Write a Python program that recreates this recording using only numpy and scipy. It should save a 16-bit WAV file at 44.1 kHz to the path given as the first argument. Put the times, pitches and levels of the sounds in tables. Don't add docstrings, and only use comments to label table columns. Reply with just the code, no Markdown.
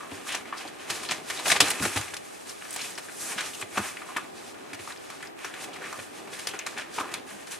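import sys
import numpy as np
from scipy import signal
from scipy.fft import rfft, irfft, next_fast_len
from scipy.io import wavfile
from scipy.ndimage import uniform_filter1d

SR = 44100
rng = np.random.default_rng(int(sys.argv[2]) if len(sys.argv) > 2 else 0)


def unload_wav(signal):
    wavfile.write(
        sys.argv[1],
        SR,
        np.round(np.clip(np.atleast_2d(signal).T, -1, 1) * 32767).astype(np.int16),
    )


N = 334719


def undb(db):
    return 10 ** (np.asarray(db) / 20)


def unit(x):
    return x / np.sqrt(np.mean(x ** 2))


def add(out, start_s, sound):
    i = int(start_s * SR)
    out[..., i:i + sound.shape[-1]] += sound[..., :N - i]


def colour(x, points):
    hz, db = np.transpose(points)
    size = next_fast_len(x.shape[-1])
    bins_hz = np.arange(size // 2 + 1) * SR / size + 1
    gain = undb(np.interp(np.log(bins_hz), np.log(hz), db))
    return irfft(rfft(x, size) * gain, size)[..., :x.shape[-1]]


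def noise(count, spectrum):
    return unit(colour(rng.standard_normal(count), spectrum))


def ring(x, hz, width_hz):
    return signal.lfilter(*signal.iirpeak(min(hz, .4 * SR), hz / width_hz, fs=SR), x)


def crackle(count, per_s, spread_db):
    on = rng.random(count) < per_s / SR
    return unit(on * rng.standard_normal(count) * undb(spread_db * rng.exponential(size=count)))


def grains(count, grain_ms, spread_db):
    k = int(grain_ms * SR / 1000) + 1
    size = np.sqrt(k) * uniform_filter1d(rng.standard_normal(count), k)
    return unit(rng.standard_normal(count) * undb(spread_db * size))


def walk(rate_hz):
    k = int(SR / rate_hz)
    steps = np.repeat(rng.standard_normal(N // k + 1), k)
    return 1.58 * uniform_filter1d(uniform_filter1d(steps, k), k)[:N]


# (frequency [Hz], gain [dB])
MID_HISS_SPECTRUM = [(24, -48), (40, 12.5), (288, 2), (475, 8), (658, 8), (1930, 2.5), (4630, -39),
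                     (8640, -31.5), (10300, -23), (12600, -8), (14300, -15), (15800, -70)]
SIDE_HISS_SPECTRUM = [(24, -62), (40, -32), (261, -0.5), (380, 1), (539, -0.5), (804, -3), (1620, -11.5),
                      (4630, -23), (6090, -29), (11100, -32), (13900, -37), (15800, -71)]


def hiss(mid_db=-57.5, side_db=-45.5):
    side = undb(side_db) * noise(N, SIDE_HISS_SPECTRUM)
    mid = undb(mid_db) * noise(N, MID_HISS_SPECTRUM)
    return mid, side


def room(x, low_t60_s=0.1, split_hz=3300):
    t = np.arange(int(.5 * SR)) / SR
    white = rng.standard_normal((2, len(t)))
    low = signal.lfilter(*signal.butter(1, split_hz, fs=SR), white)
    decay = -np.log(1000) * t / low_t60_s
    tail = (low * np.exp(decay) + (white - low) * np.exp(1.28 * decay)) * np.minimum(t / 0.0019, 1)
    tail /= np.sqrt(np.sum(tail ** 2, axis=1, keepdims=True))
    return signal.fftconvolve(x[None], tail, axes=1)[:, :N]


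# (frequency [Hz], gain [dB])
SIDE_RESPONSE = [(100, -41), (500, -43), (2000, -15), (5000, -8), (9000, -4), (12000, 6), (15000, 1)]


def stereo_spread(impacts, wide_drag, decay_s=0.004):
    smear = rng.standard_normal(2048) * np.exp(-np.arange(2048) / SR / decay_s)
    echoes = signal.fftconvolve(impacts, smear / np.sqrt(np.sum(smear ** 2)))[:N]
    return colour(echoes + wide_drag, SIDE_RESPONSE)


def hum(start_s=7.29, end_s=7.39, hz=200, db=-49):
    out, t = np.zeros(N), np.arange(int((end_s - start_s) * SR)) / SR
    rough = 1 + .3 * unit(ring(rng.standard_normal(len(t)), hz=40, width_hz=40))
    swell = np.sin(np.pi * t / (end_s - start_s))
    add(out, start_s, undb(db) * rough * swell * np.sin(2 * np.pi * hz * t))
    return out


# (frequency [Hz], gain [dB])
BEDDING_SPECTRUM = [(35, -10), (60, -19), (96, -10.5), (150, -7), (220, 0.5), (351, 3), (476, -2),
                    (800, -0.5), (1000, -8), (1300, -9), (2200, -120)]
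# (time [s], level [dB])
SHUFFLE_LEVELS = [(0.0, -45.5), (0.4, -50.5), (1.35, -45.5), (1.65, -39), (1.8, -46.5), (2.15, -52),
                  (2.6, -55), (2.9, -51.5), (3.4, -51), (3.85, -49), (4.3, -50), (4.6, -51.5), (4.85, -52),
                  (5.22, -53), (5.67, -48.5), (6.15, -51.5), (6.45, -49.5), (6.75, -52), (6.98, -50),
                  (7.59, -53.5)]


def shuffle():
    bedding = noise(N, BEDDING_SPECTRUM)
    level_db = np.interp(np.arange(N) / SR, *np.transpose(SHUFFLE_LEVELS))
    return bedding * undb(level_db + 1.36 * walk(rate_hz=9))


# (time [s], bedding level [dB], bedding ring [Hz], boards level [dB])
LANDINGS = [(0.118, -34.5, 285, -50), (0.347, -46, 263, -69), (0.653, -35.5, 301, -65),
            (0.919, -38, 343, -55), (1.515, -34, 264, -64), (1.617, -23.5, 292, -38),
            (1.802, -25.5, 275, -29.5), (1.828, -26, 198, -31.5), (1.858, -27, 345, -47),
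            (1.958, -32.5, 280, -32.5), (1.99, -41, 327, -37), (2.119, -60, 290, -51),
            (3.36, -41, 207, -58), (3.624, -38, 392, -48), (3.774, -28, 213, -56),
            (3.789, -27.5, 206, -44.5), (4.161, -38, 370, -67), (4.729, -43, 290, -55),
            (4.795, -45, 377, -54), (5.445, -40.5, 390, -64), (5.982, -41, 247, -50),
            (6.538, -35.5, 420, -75), (6.761, -40.5, 245, -72), (6.978, -37, 437, -62),
            (7.004, -33.5, 292, -61)]


def thuds(bedding_t60_s=0.12, boards_hz=97, boards_t60_s=0.13):
    out, t = np.zeros(N), np.arange(SR // 4) / SR
    bedding_env = (1 - np.exp(-t / 0.00094)) * np.exp(-np.log(1000) * t / bedding_t60_s)
    boards_env = (1 - np.exp(-t / 0.0031)) * np.exp(-np.log(1000) * t / boards_t60_s)
    for time_s, bedding_db, hz, boards_db in LANDINGS:
        scatter = noise(len(t), BEDDING_SPECTRUM)
        rumble = unit(ring(ring(rng.standard_normal(len(t)), boards_hz, 45), boards_hz, 45))
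        bedding = bedding_env * (0.95 * np.sin(2 * np.pi * hz * t) + 0.67 * scatter)
        boards = boards_env * (2.2 * np.sin(2 * np.pi * boards_hz * t) + 1.66 * rumble)
        add(out, time_s, undb(bedding_db) * bedding + undb(boards_db) * boards)
    return out


# (frequency [Hz], gain [dB])
FIBRE_SPECTRUM = [(2000, -4.5), (3500, 2.5), (5000, 1.5), (9000, 0), (11000, -5), (12600, -12.5),
                  (14400, -22), (15800, -52)]


def fibres(count, spread_db, split_hz=7000):
    lowpass, highpass = signal.butter(2, split_hz, fs=SR), signal.butter(2, split_hz, "high", fs=SR)
    coarse = signal.lfilter(*lowpass, grains(count, grain_ms=2.0, spread_db=spread_db))
    fine = signal.lfilter(*highpass, grains(count, grain_ms=0.35, spread_db=spread_db))
    return colour(np.array([coarse, fine]), FIBRE_SPECTRUM)


# (body [dB], coarse [dB], fine [dB])
RESTING_DB = (-55, -61.5, -62.5)
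# (peak time [s], body [dB], coarse [dB], fine [dB], swell [s/10 dB], fade [s/10 dB])
SLIDES = [(0.02, -47, -54, -52, 0.089, 0.42), (0.28, -44, -44, -40.5, 0.032, 0.06),
          (0.35, -35.5, -40.5, -57, 0.06, 0.027), (0.48, -45, -59, -61, 0.03, 0.12),
          (0.62, -42.5, -47, -51, 0.12, 0.076), (0.685, -41, -47, -49, 0.053, 0.018),
          (0.81, -47.5, -53, -56, 0.061, 0.088), (0.903, -37, -43, -44, 0.016, 0.044),
          (0.96, -43.5, -42.5, -44.5, 0.044, 0.16), (1.117, -29, -27, -42, 0.017, 0.017),
          (1.14, -38.5, -41, -46.5, 0.03, 0.06), (1.3, -41, -41.5, -40.5, 0.032, 0.051),
          (1.4, -41.5, -43, -47.5, 0.054, 0.11), (1.462, -38, -30.5, -39, 0.0054, 0.05),
          (1.485, -36, -30.5, -24.5, 0.022, 0.033), (1.519, -28, -26, -36, 0.028, 0.025),
          (1.565, -31, -29.5, -37, 0.03, 0.022), (1.625, -30.5, -36.5, -35, 0.012, 0.17),
          (1.83, -36, -42, -31.5, 0.028, 0.05), (1.875, -40, -44, -38.5, 0.05, 0.02),
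          (1.99, -37, -39, -37.5, 0.14, 0.087), (2.5, -50.5, -51.5, -49, 0.41, 0.63),
          (2.76, -45, -43, -62, 0.057, 0.2), (2.85, -48, -48, -44.5, 0.27, 0.13),
          (3.276, -43, -43, -34.5, 0.12, 0.049), (3.32, -38, -43, -38.5, 0.071, 0.036),
          (3.39, -37, -38, -45, 0.025, 0.079), (3.62, -46.5, -46, -41.5, 0.21, 0.049),
          (3.78, -37.5, -42.5, -39, 0.06, 0.21), (3.85, -41, -57, -52, 0.046, 0.03),
          (4.19, -43, -63, -55, 0.068, 0.053), (4.38, -54.5, -51.5, -56, 0.074, 0.11),
          (4.52, -52, -50, -52, 0.14, 0.037), (4.7, -47, -52, -57, 0.073, 0.05),
          (4.81, -53, -53, -50, 0.042, 0.1), (4.9, -48, -50, -50, 0.05, 0.14),
          (5.1, -52, -50, -54.5, 0.048, 0.11), (5.26, -47, -52, -52, 0.057, 0.021),
          (5.42, -43.5, -57, -53, 0.047, 0.046), (5.45, -42.5, -48, -51, 0.04, 0.081),
          (5.56, -43, -60, -58, 0.036, 0.06), (5.645, -46, -48, -47, 0.09, 0.02),
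          (5.86, -41.5, -47.5, -51, 0.16, 0.1), (6.03, -46, -50, -45.5, 0.11, 0.037),
          (6.18, -52.5, -56, -56.5, .15, 0.24), (6.34, -44.5, -48, -48, 0.03, 0.17),
          (6.48, -43, -56, -49, 0.016, 0.19), (6.668, -40, -39.5, -44, 0.0064, 0.051),
          (6.8, -33, -40, -46, 0.031, 0.043), (6.965, -46, -45, -47.5, 0.05, 0.046),
          (7.01, -45, -44.5, -45.5, 0.03, 0.024), (7.15, -39.5, -50, -51, 0.081, 0.046),
          (7.31, -49.5, -55, -51, 0.064, 0.19), (7.52, -39.5, -40, -38, 0.012, 0.05)]


def slide_gains():
    t = np.arange(0, N / SR, .002)
    power = undb(RESTING_DB)[:, None] ** 2
    for peak_s, *peak_db, swell_s, fade_s in SLIDES:
        decades = np.where(t < peak_s, (peak_s - t) / swell_s, (t - peak_s) / fade_s)
        power = power + undb(peak_db)[:, None] ** 2 * 10 ** -decades
    return [np.interp(np.arange(N) / SR, t, row) for row in np.sqrt(power)]


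# (frequency [Hz], gain [dB])
RUSTLE_SPECTRUM = [(250, -22), (500, -4), (800, -1), (1600, 3), (2600, 1), (4000, -10), (6000, -40),
                   (11000, -70)]


def drag(jerk, gains):
    body_gain, coarse_gain, fine_gain = gains
    body = unit(colour(crackle(N, per_s=6000, spread_db=0.3), RUSTLE_SPECTRUM)) * undb(1.3 * jerk)
    coarse, fine = fibres(N, spread_db=1.5) * undb(1.72 * jerk)
    return body * body_gain + unit(coarse) * coarse_gain + unit(fine) * fine_gain


# (time [s], level [dB], ring [Hz])
CLAW_TICKS = [(0.3504, -15, 5800), (0.678, -27, 4240), (0.9024, -27, 4040), (1.089, -15, 4330),
              (1.392, -24, 3820), (1.703, -10, 9390), (1.9689, -22, 9020), (2.013, -21, 6380),
              (2.4942, -24, 5730), (2.646, -37, 5500), (2.707, -21, 8500), (2.7285, -21, 8800),
              (2.74, -18, 8200), (2.747, -24, 8600), (2.7615, -20, 8800), (2.814, -27, 5500),
              (2.817, -22, 6800), (2.882, -35, 5500), (2.906, -23, 7500), (2.954, -27, 5500),
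              (2.977, -26, 4730), (3.6122, -21, 8160), (3.7808, -21, 6930), (4.9234, -28, 3900),
              (4.9745, -31, 5000), (5.2725, -29, 4980), (5.448, -21, 5860), (5.9274, -29, 6580),
              (6.4708, -16, 5260), (6.5906, -17.5, 6350), (6.665, -21, 6620), (7.001, -29, 7180),
              (7.511, -25, 6240)]


def ticks():
    out, t = np.zeros(N), np.arange(SR // 100) / SR
    fuzz_env = np.minimum(t / 0.0009, 1) * np.exp(-t / 0.0057)
    for time_s, db, hz in CLAW_TICKS:
        click = np.sin(2 * np.pi * hz * t) * np.minimum(t * hz, 1) * np.exp(-t * hz / 2.7)
        fuzz = 0.48 * ring(rng.standard_normal(len(t)), hz, 0.25 * hz) * fuzz_env
        add(out, time_s, undb(db) * (click + fuzz))
    return out


def faint_creases(count=10, min_db=-44, min_hz=1200, octaves=1.4, tear_db=-5, burst_ms=8.3, scuff_db=-7):
    return [(0.0081 + when * (N / SR - .1), min_db + 4 * size, min_hz * 2 ** (octaves * pitch),
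             tear_db, burst_ms, scuff_db) for when, size, pitch in rng.random((count, 3))]


# (time [s], relative level [dB], ring [Hz], tear [dB re ring], burst [ms], scuff [dB re ring])
CREASES = [(0.005, -29, 1150, -18, 6.9, -14), (0.032, -31, 1080, -18, 8.7, -15),
           (0.113, -36, 2930, -7, 8, -6), (0.264, -35, 1240, -4, 25, -13),
           (0.286, -28, 2620, -16, 22, -1.5), (0.319, -27.5, 2800, -3, 14, -6),
           (0.347, -27, 1070, 3, 6.2, 3), (0.455, -41, 2000, -8, 10, -1),
           (0.524, -24.5, 1200, -36, 23, -11), (0.568, -38, 4700, -1, 24, -18),
           (0.649, -32.5, 800, -11, 11, -10), (0.794, -44, 2620, -5, 46, 2), (0.88, -32, 1500, -10, 2.7, 0),
           (0.9, -26, 4100, 3.5, 9.8, 1), (0.997, -33.5, 1950, -13, 11, -20),
           (1.03, -35.5, 988, 3.5, 13, 0), (1.048, -29.5, 3300, -3, 8, -10),
           (1.089, -28.5, 3070, -22, 11, 1), (1.109, -27, 2193, 4, 10, 1.5),
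           (1.118, -23.5, 2180, 0, 6.2, 0), (1.3, -26, 2050, 1.5, 10.4, 2),
           (1.372, -32, 3400, -15, 20, -13), (1.395, -29.5, 1000, -2, 9.3, -2),
           (1.456, -25.5, 1950, -7, 9.8, 6), (1.468, -23.5, 725, -19, 25, -13),
           (1.476, -30, 4700, 4, 16, -10), (1.5, -16, 1800, 1, 9, -7),
           (1.516, -12.5, 2340, -0.5, 10.5, -0.5), (1.5175, -18.5, 764, -30, 9, -20),
           (1.552, -25, 760, -20, 15, -15), (1.562, -24, 1810, 0, 12, 6), (1.6032, -11.5, 3250, 6, 11, 2.5),
           (1.679, -27, 786, 3, 11.4, -11), (1.704, -23, 2150, 3, 10.5, -5),
           (1.713, -24.5, 825, 2.5, 5.6, -2), (1.797, -26, 2200, -16, 9.8, -15),
           (1.823, -21.5, 1430, -1.5, 9, -6), (1.835, -28, 1500, 0.5, 20, -2),
           (1.852, -22.5, 1460, -1, 10.3, 5.5), (1.88, -24, 2520, -16, 5.4, -7),
           (1.96, -26, 1070, 2, 10, 5), (1.969, -28, 870, 4.5, 18.4, 6), (2.012, -32, 1700, -3, 6, 4),
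           (2.03, -37, 850, -15, 8.3, 3), (2.079, -34, 2220, -12, 11, 0), (2.136, -33, 1820, 3, 14, 2),
           (2.166, -35, 2600, 7, 8.7, -2), (2.495, -42, 4100, 10, 7.7, -21),
           (2.622, -30.5, 1570, -19, 5, -2), (2.651, -35, 1690, -16, 7, -1),
           (2.761, -29.5, 890, 1.5, 7.5, 0.5), (2.791, -25.5, 2600, -20, 9, -14),
           (2.814, -38, 1350, 7, 9.1, 4), (2.839, -32.5, 2430, -15, 11, -4), (2.977, -37, 1940, 4.5, 18, 6),
           (3.083, -32, 1540, -13, 12, -10), (3.321, -35, 1800, -12, 13, 2),
           (3.379, -26, 2870, -25, 14, -7), (3.382, -27, 1590, -25, 23, -2),
           (3.405, -27, 2400, -2, 12.6, 3), (3.534, -32, 3180, -8, 6, -18),
           (3.546, -33, 3000, -1, 7.9, -12), (3.614, -33.5, 2780, 0, 8.1, 3),
           (3.623, -28, 2340, -18, 7.7, 4.5), (3.76, -30, 800, -20, 12, -13),
           (3.773, -16, 1200, -11, 13, -4.5), (3.887, -34, 2160, -25, 6.4, -1),
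           (3.968, -26.5, 2080, -21, 6.8, -9), (4.018, -27, 1056, -28, 4.2, -2),
           (4.087, -36.5, 1080, -14, 44, -7), (4.164, -20.5, 1200, -8.5, 13.8, 1),
           (4.542, -37, 1600, -11, 8, -4), (4.731, -30.5, 1920, -3.5, 9.1, -2.5),
           (4.745, -38, 2700, 1.5, 9.1, 0), (4.79, -38.5, 2300, -8, 16, 0),
           (4.874, -28, 1090, -10, 9.1, -20), (4.903, -34.5, 1780, -21, 12, -6),
           (5.101, -30.5, 1150, -2, 5.7, -1), (5.205, -34, 1800, -20, 4, -8),
           (5.225, -29, 1790, -8, 10, -10), (5.389, -38, 2400, -2, 5, -3),
           (5.445, -26.5, 1470, -10, 11, -1.5), (5.539, -34, 1840, -4, 8, 2.5),
           (5.638, -43.5, 1420, 10.5, 7.7, -11), (5.686, -31.5, 597, -18, 10, -14),
           (5.731, -39, 3100, -1.5, 20, -6), (5.76, -37, 2000, -5, 12, 0),
           (5.798, -36.5, 560, -25, 12, -20), (5.818, -32, 1500, -12, 16, -10),
           (5.838, -30.5, 1820, -21, 13, -16), (5.864, -32, 1520, -16, 12, -19),
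           (5.905, -38, 1850, -20, 7, -15), (5.927, -26.5, 1100, -9, 7, -5),
           (5.94, -33, 1200, -25, 7.2, -20), (5.988, -32.5, 530, -12, 10, 0.5),
           (5.997, -34.5, 1800, -7, 9.9, -6), (6.274, -36, 1060, -10, 8.6, 1), (6.33, -36, 2150, 0, 12, 0),
           (6.388, -39, 1960, 6, 19, -8), (6.471, -22, 2970, 3, 5, -1.5), (6.485, -33.5, 2600, 2.5, 12, -7),
           (6.535, -36, 1440, -5, 31, 3.5), (6.589, -26, 2440, -14, 10.6, -7),
           (6.663, -28.5, 1410, 1, 12.6, 2.5), (6.765, -36, 1700, -11, 10, 0),
           (6.775, -29.5, 1750, -4, 17, 1.5), (6.798, -36, 1520, -27, 11, -8),
           (6.981, -20.5, 1070, -18, 19, -7), (6.996, -22.5, 1200, -10.5, 18, -15),
           (7.005, -31.5, 448, -22, 14, 4.5), (7.028, -33, 1150, -25, 43, -8),
           (7.113, -38, 1700, -3, 23, -13), (7.139, -26, 3400, 3.5, 6, 2), (7.465, -42, 1570, 2.5, 32, -3)]


def creases():
    out, t = np.zeros(N), np.arange(6144) / SR
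    t_ms = 1000 * t
    rise = np.minimum(t / 0.002366, 1)
    settling = 0.21 * rise * np.exp(-t / 0.067)
    for time_s, db, hz, tear_db, burst_ms, scuff_db in CREASES + faint_creases():
        burst = rise * (np.exp(-(t_ms / burst_ms) ** 2) + 0.26 * np.exp(-t / 0.028))
        main_snap = 39.0 / burst_ms * (np.arange(len(t)) == np.argmax(burst))
        snaps = (main_snap + crackle(len(t), per_s=1500, spread_db=-1.5)) * (burst + settling)
        hollow = ring(ring(snaps, hz, .38 * hz), hz, .7 * hz)
        scuff = colour(grains(len(t), grain_ms=1.3, spread_db=5.5) * burst, RUSTLE_SPECTRUM)
        tear_onset = np.minimum(t_ms / (0.37 * burst_ms), 1)
        tear = fibres(len(t), spread_db=2.5).sum(axis=0) * burst * tear_onset
        sound = unit(hollow) + undb(scuff_db) * unit(scuff) + undb(tear_db) * unit(tear)
        gain = 0.43 * np.sqrt(np.mean(burst ** 2)) * undb(db)
        add(out, time_s - .001, gain * sound)
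    return out


def scene(room_db=-11):
    bodies = thuds() + hum()
    jerk, gains = walk(rate_hz=30), slide_gains()
    hits = creases() + ticks()
    near = hits + drag(jerk, gains) + shuffle()
    wide_drag = drag(jerk, gains) + shuffle()
    side = stereo_spread(hits + bodies, wide_drag)
    mid_hiss, side_hiss = hiss()
    mid = near + bodies + mid_hiss
    return mid + (side + side_hiss) * np.array([[1], [-1]]) + undb(room_db) * room(near)


def record(dry, bass_hz=78, top_hz=15850):
    thin = signal.sosfilt(signal.butter(4, bass_hz, "high", fs=SR, output="sos"), dry)
    return signal.sosfilt(signal.ellip(10, .2, 80, top_hz, fs=SR, output="sos"), np.tanh(thin))


dry = scene()
out = record(dry)
unload_wav(out)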